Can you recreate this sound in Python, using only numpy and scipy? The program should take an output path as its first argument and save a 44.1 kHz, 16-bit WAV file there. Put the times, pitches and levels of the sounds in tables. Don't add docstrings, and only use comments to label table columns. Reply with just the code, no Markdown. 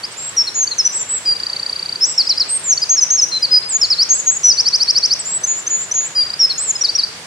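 import sys
import numpy as np
from scipy import signal
from scipy.fft import rfft, irfft
from scipy.io import wavfile
from scipy.ndimage import uniform_filter1d

SR = 44100
rng = np.random.default_rng(int(sys.argv[2]) if len(sys.argv) > 2 else 0)


def dump(signal):
    limited = np.clip(np.atleast_2d(signal).T, -1, 1)
    pcm = np.round(limited * 32767).astype(np.int16)
    wavfile.write(sys.argv[1], SR, pcm)


N = 320166


def from_db(db):
    return 10 ** (np.asarray(db) / 20)


def rms_one(x):
    return x / np.sqrt(np.mean(x ** 2) + 1e-20)


def at_hz(points, hz, axis=1):
    table = np.array(points)
    return np.interp(np.log(np.maximum(hz, 1)), np.log(table[:, 0]), table[:, axis])


def drift(rate_hz, size):
    pole = np.exp(-2 * np.pi * rate_hz / SR)
    lead_in = SR // 10
    noise = rng.standard_normal(size + lead_in)
    slow = signal.lfilter([1], [1, -2 * pole, pole * pole], noise)
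    return rms_one(slow)[-size:]


def stream(level_db=-33.5, churn_db=0.86, churn_hz=14):
    # hz, density_db (per Hz)
    spectrum = [(30, -32), (55, -18), (90, -3), (150, -2), (270, -6), (450, -1.5), (750, -3.5), (1700, -1),
                (3200, -4), (6000, -6.5), (8800, -9), (10500, -17), (12500, -26.5), (15500, -32.5)]
    # hz, side_minus_mid_db, left_minus_right_db
    spread = [(130, -51, 0), (330, -30.5, 0.1), (700, -11.5, -0.5), (1440, -2, -2), (3100, 0.5, -1.3),
              (9000, 0, -3.5), (14000, -1.5, -3)]
    hz = np.arange(N // 2 + 1) * SR / N
    sides = np.array([[1], [-1]])
    width = from_db(at_hz(spread, hz))
    mid, side = rfft(rng.standard_normal((2, N)))
    balance_db = sides * at_hz(spread, hz, axis=2) / 2
    colour = from_db(at_hz(spectrum, hz) + balance_db)
    rush = colour * (mid + sides * width * side) / np.hypot(1, width)
    octave = np.clip(np.log2(np.maximum(hz, 1)).astype(int), 7, 13)
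    water = np.zeros((2, N))
    for k in np.unique(octave):
        band = irfft(rush * (octave == k), N)
        water += band * from_db(churn_db * drift(churn_hz, N))
    return from_db(level_db) * rms_one(water)


def whistle(points, waver_share=.0009, waver_hz=180, flutter_db=1.09, third_db=-54, edge_s=0.00037):
    # pitch_hz, octave_db
    octave_levels = [(4100, -34), (4750, -31.5), (5000, -42), (6500, -48)]
    # pitch_hz, left_minus_right_db, left_lag_radians
    bearing = [(4100, 2, 0.18), (4940, 0, 0.56), (5860, 1.7, 0.28), (6950, 1, 1.51), (8250, -1, 0.76)]
    s, hz, db = np.transpose(points)
    t = np.arange(s.min(), s.max(), 1 / SR)
    smooth_hz = uniform_filter1d(np.interp(t, s, hz), size=161, mode="nearest")
    pitch = smooth_hz * (1 + waver_share * drift(waver_hz, len(t)))

    from_edge_s = np.minimum(t - t[0], t[-1] - t)
    fade = np.sin(np.pi / 2 * np.clip(from_edge_s / edge_s, 0, 1))
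    loudness = fade * from_db(np.interp(t, s, db) + flutter_db * drift(waver_hz, len(t)))

    sides = np.array([[.5], [-.5]])
    phase = 2 * np.pi * np.cumsum(pitch) / SR - sides * at_hz(bearing, pitch, axis=2)
    second = from_db(at_hz(octave_levels, pitch)) * np.sin(2 * phase)
    third = from_db(third_db) * np.sin(3 * phase)
    tone = np.sin(phase) + second + third
    return loudness * from_db(sides * at_hz(bearing, pitch)) * tone


def glides(rows, attack_s, release_s, sag):
    # pitch_hz, gain_db
    carry = [(3700, 2.5), (4100, -6.5), (4600, -0.06), (6500, 0.5), (7000, -3.5), (7400, -6), (7900, -0.2),
             (8500, 2.5)]
    opening_share, opening_s, closing_share, closing_s = sag
    share = np.linspace(0, 1, 200)
    notes = []
    for start, length, first_hz, middle_hz, last_hz, level_db, *swell in rows:
        since, until = share * length, (1 - share) * length
        bend = np.polyfit([0, .5, 1], [first_hz, middle_hz, last_hz], 2)
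        hz = np.polyval(bend, share)
        attack = np.sin(np.pi / 2 * np.minimum(since / attack_s, 1))
        release = np.sin(np.pi / 2 * np.minimum(until / release_s, 1))
        gate_db = 20 * np.log10(attack * release + 1e-6)
        swell_db = sum(swell) * (share - .5)
        db = level_db + swell_db + at_hz(carry, hz) + gate_db
        opening_sag = opening_share * np.maximum(1 - since / opening_s, 0) ** 2
        closing_sag = closing_share * np.maximum(1 - until / closing_s, 0) ** 2
        notes.append(np.c_[start + since, hz * (1 - opening_sag - closing_sag), db])
    return notes


def slurs():
    # start_s, length_s, first_hz, middle_hz, last_hz, level_db, swell_db
    slur_rows = [(0.031, 0.029, 4580, 4810, 5860, -14, -10), (0.113, 0.021, 8200, 8220, 7950, -26.5, -2),
                 (0.166, 0.137, 7070, 7540, 7680, -18.5, 1), (0.365, 0.066, 6040, 5470, 5534, -8, -6),
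                 (0.541, 0.11, 6660, 6750, 6020, -11.5, 5), (0.78, 0.038, 7000, 5370, 5340, -6, -5.5),
                 (1.083, 0.11, 7540, 7830, 7300, -14, 2), (2.483, 0.097, 8040, 8360, 8460, -16, 1),
                 (2.632, 0.11, 7390, 6940, 5390, -10.5, 13.0), (3.008, 0.037, 6600, 5990, 5920, -5, 5),
                 (3.212, 0.038, 6680, 5806, 5910, -5.0, -6), (3.686, 0.089, 8820, 7075, 6850, -10.5, 10.5),
                 (5.191, 0.029, 8950, 7820, 7900, -12.5, -6.5), (5.246, 0.136, 6950, 7560, 7970, -13.5, 0),
                 (6.39, 0.073, 5750, 5385, 5150, -6.0, 0.5)]
    # start_share, opening_s, end_share, closing_s
    slur_sag = (0.0377, 0.015, 0.051, 0.0098)
    return glides(slur_rows, attack_s=.026, release_s=0.013, sag=slur_sag)


def chips():
    # start_s, length_s, first_hz, middle_hz, last_hz, level_db
    chip_rows = [(0.469, 0.025, 4220, 4240, 3780, -10), (0.67, 0.016, 4530, 4630, 4490, -13.0),
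                 (0.71, 0.028, 4380, 4200, 3990, -10.0), (2.176, 0.05, 5760, 4830, 4020, -6.5),
                 (2.268, 0.016, 4470, 5020, 4580, -10.5), (2.291, 0.044, 6100, 4490, 4050, -7),
                 (2.373, 0.018, 4350, 4970, 4620, -11), (2.396, 0.04, 5860, 4530, 4000, -7),
                 (2.772, 0.015, 4220, 4590, 4350, -9.0), (2.816, 0.03, 4590, 5000, 4220, -9.5),
                 (3.423, 0.039, 5020, 4740, 4154, -8.5), (3.623, 0.015, 4100, 4200, 4100, -15.5),
                 (3.811, 0.051, 5830, 4870, 3980, -7), (3.9, 0.047, 5530, 4740, 3910, -7),
                 (5.434, 0.023, 5800, 6180, 6210, -11), (5.665, 0.021, 5980, 6170, 6900, -12),
                 (5.911, 0.019, 5950, 5980, 6520, -10.5), (6.496, 0.033, 4390, 4285, 3900, -9.5),
                 (6.752, 0.02, 5210, 5070, 5130, -14.0), (6.809, 0.023, 5580, 5700, 5810, -8.5),
                 (6.949, 0.022, 5330, 5690, 5610, -8)]
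    # start_share, opening_s, end_share, closing_s
    chip_sag = (.01, 0.007, 0.019, 0.0046)
    return glides(chip_rows, attack_s=0.0094, release_s=0.0098, sag=chip_sag)


def figures(shape, rows):
    share, climb, db = np.transpose(shape)
    notes = []
    for start, length, low_hz, high_hz, level_db in rows:
        hz = low_hz + climb * (high_hz - low_hz)
        notes.append(np.c_[start + share * length, hz, level_db + db])
    return notes


def held_whistles():
    # length_share, pitch_range_share, relative_db
    held_shape = [(0, .6, -19), (.1, .82, -6.5), (.24, 0.7, -2), (.4, .57, 0.5), (.87, 0.58, -0.5),
                  (.95, .42, -3), (1, .05, -13)]
    # start_s, length_s, low_hz, high_hz, level_db
    held_rows = [(0.847, 0.033, 5816, 6000, -6), (1.252, 0.087, 4560, 4950, -9),
                 (3.313, 0.075, 3760, 4340, -13), (3.508, 0.082, 4730, 5135, -5),
                 (6.150, 0.089, 4510, 5016, -8.5)]
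    return figures(held_shape, held_rows)


def flourishes():
    # time_s, pitch_hz, level_db
    curves = [
        [(0.922, 7140, -29), (0.963, 7910, -13), (0.993, 7430, -21.5), (1.017, 7200, -16), (1.033, 7270, -19.5)],
        [(2.007, 5000, -24), (2.012, 5210, -14.5), (2.034, 5277, -5.5), (2.046, 5640, -5), (2.055, 6200, -11.5),
         (2.066, 7600, -22.5), (2.084, 7920, -18), (2.13, 7420, -19)],
        [(4.432, 5860, -20), (4.447, 5930, -4), (4.491, 5892, -5), (4.526, 4640, -9), (4.532, 4180, -30)],
        [(6.577, 6500, -24), (6.583, 6700, -14), (6.6, 7400, -17), (6.626, 8320, -15.5), (6.673, 7340, -21.5),
         (6.702, 7100, -8), (6.714, 6510, -11), (6.717, 6540, -36)],
    ]
    return list(curves)


def trills(tick_s=0.0155, tick_low_hz=3655, uneven_db=0.5, uneven_hz=28):
    # length_share, pitch_range_share, relative_db
    tick_shape = [(0, 0.058, -21), (.27, 0.47, -16.5), (.47, 0.92, -4), (.6, 1, 1), (.78, .98, -2.5),
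                  (1, 0.97, -14)]
    # first_tick_s, last_tick_s, ticks_per_s, mean_top_hz, first_level_db, last_level_db
    trill_rows = [(1.357, 1.394, 28, 4790, -14.5, -14.5), (1.4266, 1.9506, 30.5, 4715, -11.5, -13),
                  (6.260, 6.33, 28, 4830, -17, -12.5)]
    ticks = []
    for first, last, per_s, top_hz, first_db, last_db in trill_rows:
        count = round((last - first) * per_s) + 1
        for start, level_db in np.linspace((first, first_db), (last, last_db), count):
            pitch, strength = rng.standard_normal(2)
            tick_top_hz = top_hz + uneven_hz * pitch
            tick_db = level_db + uneven_db * strength
            ticks.append((start, tick_s, tick_low_hz, tick_top_hz, tick_db))
    return figures(tick_shape, ticks)


def hooks():
    # length_share, pitch_range_share, relative_db
    hook_shape = [(0, 0.21, -23), (.04, 0.69, -5), (.1, 0.93, -1.5), (.56, 0.96, -5.5), (.665, 0.63, -15),
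                  (.73, .53, -9), (.935, 0.21, 0), (1, 0.049, -14)]
    # start_s, length_s, low_hz, high_hz, level_db
    hook_rows = [(2.891, 0.11, 4840, 6610, -5), (3.101, .106, 4840, 6565, -5.5)]
    return figures(hook_shape, hook_rows)


def upsweeps():
    # length_share, pitch_range_share, relative_db
    upsweep_shape = [(0, 0, -20.5), (.2, .18, -7), (.39, .25, -0.5), (.61, .41, 0), (.8, .66, -.5),
                     (.91, 0.84, -0.5), (1, 1, -17)]
    # start_s, length_s, low_hz, high_hz, level_db
    upsweep_rows = [(3.976, 0.065, 3990, 6060, -6.5), (4.571, .044, 4030, 6140, -7),
                    (4.649, .044, 4030, 6210, -7.5), (4.723, .044, 4010, 6290, -7),
                    (4.797, 0.042, 4060, 6040, -7), (4.873, 0.042, 4030, 6040, -6.5),
                    (4.947, .044, 4030, 6200, -6.5), (5.022, .044, 4010, 6270, -7.5),
                    (5.099, .044, 3990, 6320, -7.5)]
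    return figures(upsweep_shape, upsweep_rows)


def leaps():
    # length_share, pitch_range_share, relative_db
    leap_shape = [(0, 0.147, -16), (.145, 0.057, 0), (.325, 0.015, 0), (.47, 0.61, -9), (.57, 0.99, -8),
                  (.72, .9, -18), (.82, .52, -15), (.94, .34, -4.5), (1, 0.14, -18)]
    # start_s, length_s, low_hz, high_hz, level_db
    leap_rows = [(4.090, 0.12, 6380, 7940, -5), (4.260, .120, 6500, 7870, -6.5)]
    return figures(leap_shape, leap_rows)


def scoops():
    # length_share, pitch_range_share, relative_db
    scoop_shape = [(0, 0.515, -12), (.08, .03, -4.5), (.38, 0.066, -0.5), (.52, 0.18, -8.5), (.8, .3, -8.5),
                   (1, 1, -13)]
    # start_s, length_s, low_hz, high_hz, level_db
    scoop_rows = [(5.467, 0.14, 6770, 7630, -10.5), (5.697, 0.15, 6800, 7730, -10),
                  (5.940, .140, 6610, 7800, -9.5)]
    return figures(scoop_shape, scoop_rows)


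def dips():
    # length_share, pitch_range_share, relative_db
    dip_shape = [(0, 0.93, -8), (.09, .87, -2), (.21, .62, 0.5), (.34, 0.41, -6.5), (.52, 0.049, -22.5),
                 (.65, .14, -19), (.84, .7, .5), (1, 0.54, -12)]
    # start_s, length_s, low_hz, high_hz, level_db
    dip_rows = [(6.838, 0.068, 3560, 5320, -7), (6.981, 0.069, 3680, 5290, -7)]
    return figures(dip_shape, dip_rows)


def wren():
    notes = slurs() + chips() + held_whistles() + flourishes() + trills()
    notes += hooks() + upsweeps() + leaps() + scoops() + dips()
    song = np.zeros((2, N))
    for note in notes:
        start = max(round(note[0][0] * SR), 0)
        sound = whistle(note)[:, :N - start]
        song[:, start:start + sound.shape[1]] += sound
    return song


def ground(song, delay_s=0.0018, echo_db=-21):
    lag = round(delay_s * SR)
    return from_db(echo_db) * np.pad(song, ((0, 0), (lag, 0)))[:, :N]


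def ravine(song, echoes_per_s=2500, gather_s=.013, t60_s=0.58, tail_db=-12):
    t = np.arange(SR) / SR
    hits = rng.random((2, SR)) < echoes_per_s / SR
    echoes = hits * rng.standard_normal((2, SR))
    gathering = 1 - np.exp(-(t / gather_s) ** 2)
    decay = np.exp(-np.log(1000) * t / t60_s)
    echoes = echoes * gathering * decay
    echoes = echoes / np.sqrt(np.sum(echoes ** 2, axis=1, keepdims=True))
    return from_db(tail_db) * signal.fftconvolve(song, echoes, axes=1)[:, :N]


def scene():
    song = wren()
    return song + ground(song) + ravine(song) + stream()


def record(dry, cutoff_hz=15750):
    low_pass = signal.ellip(14, .1, 80, cutoff_hz, fs=SR, output="sos")
    return signal.sosfilt(low_pass, dry)


dry = scene()
out = record(dry)
dump(out)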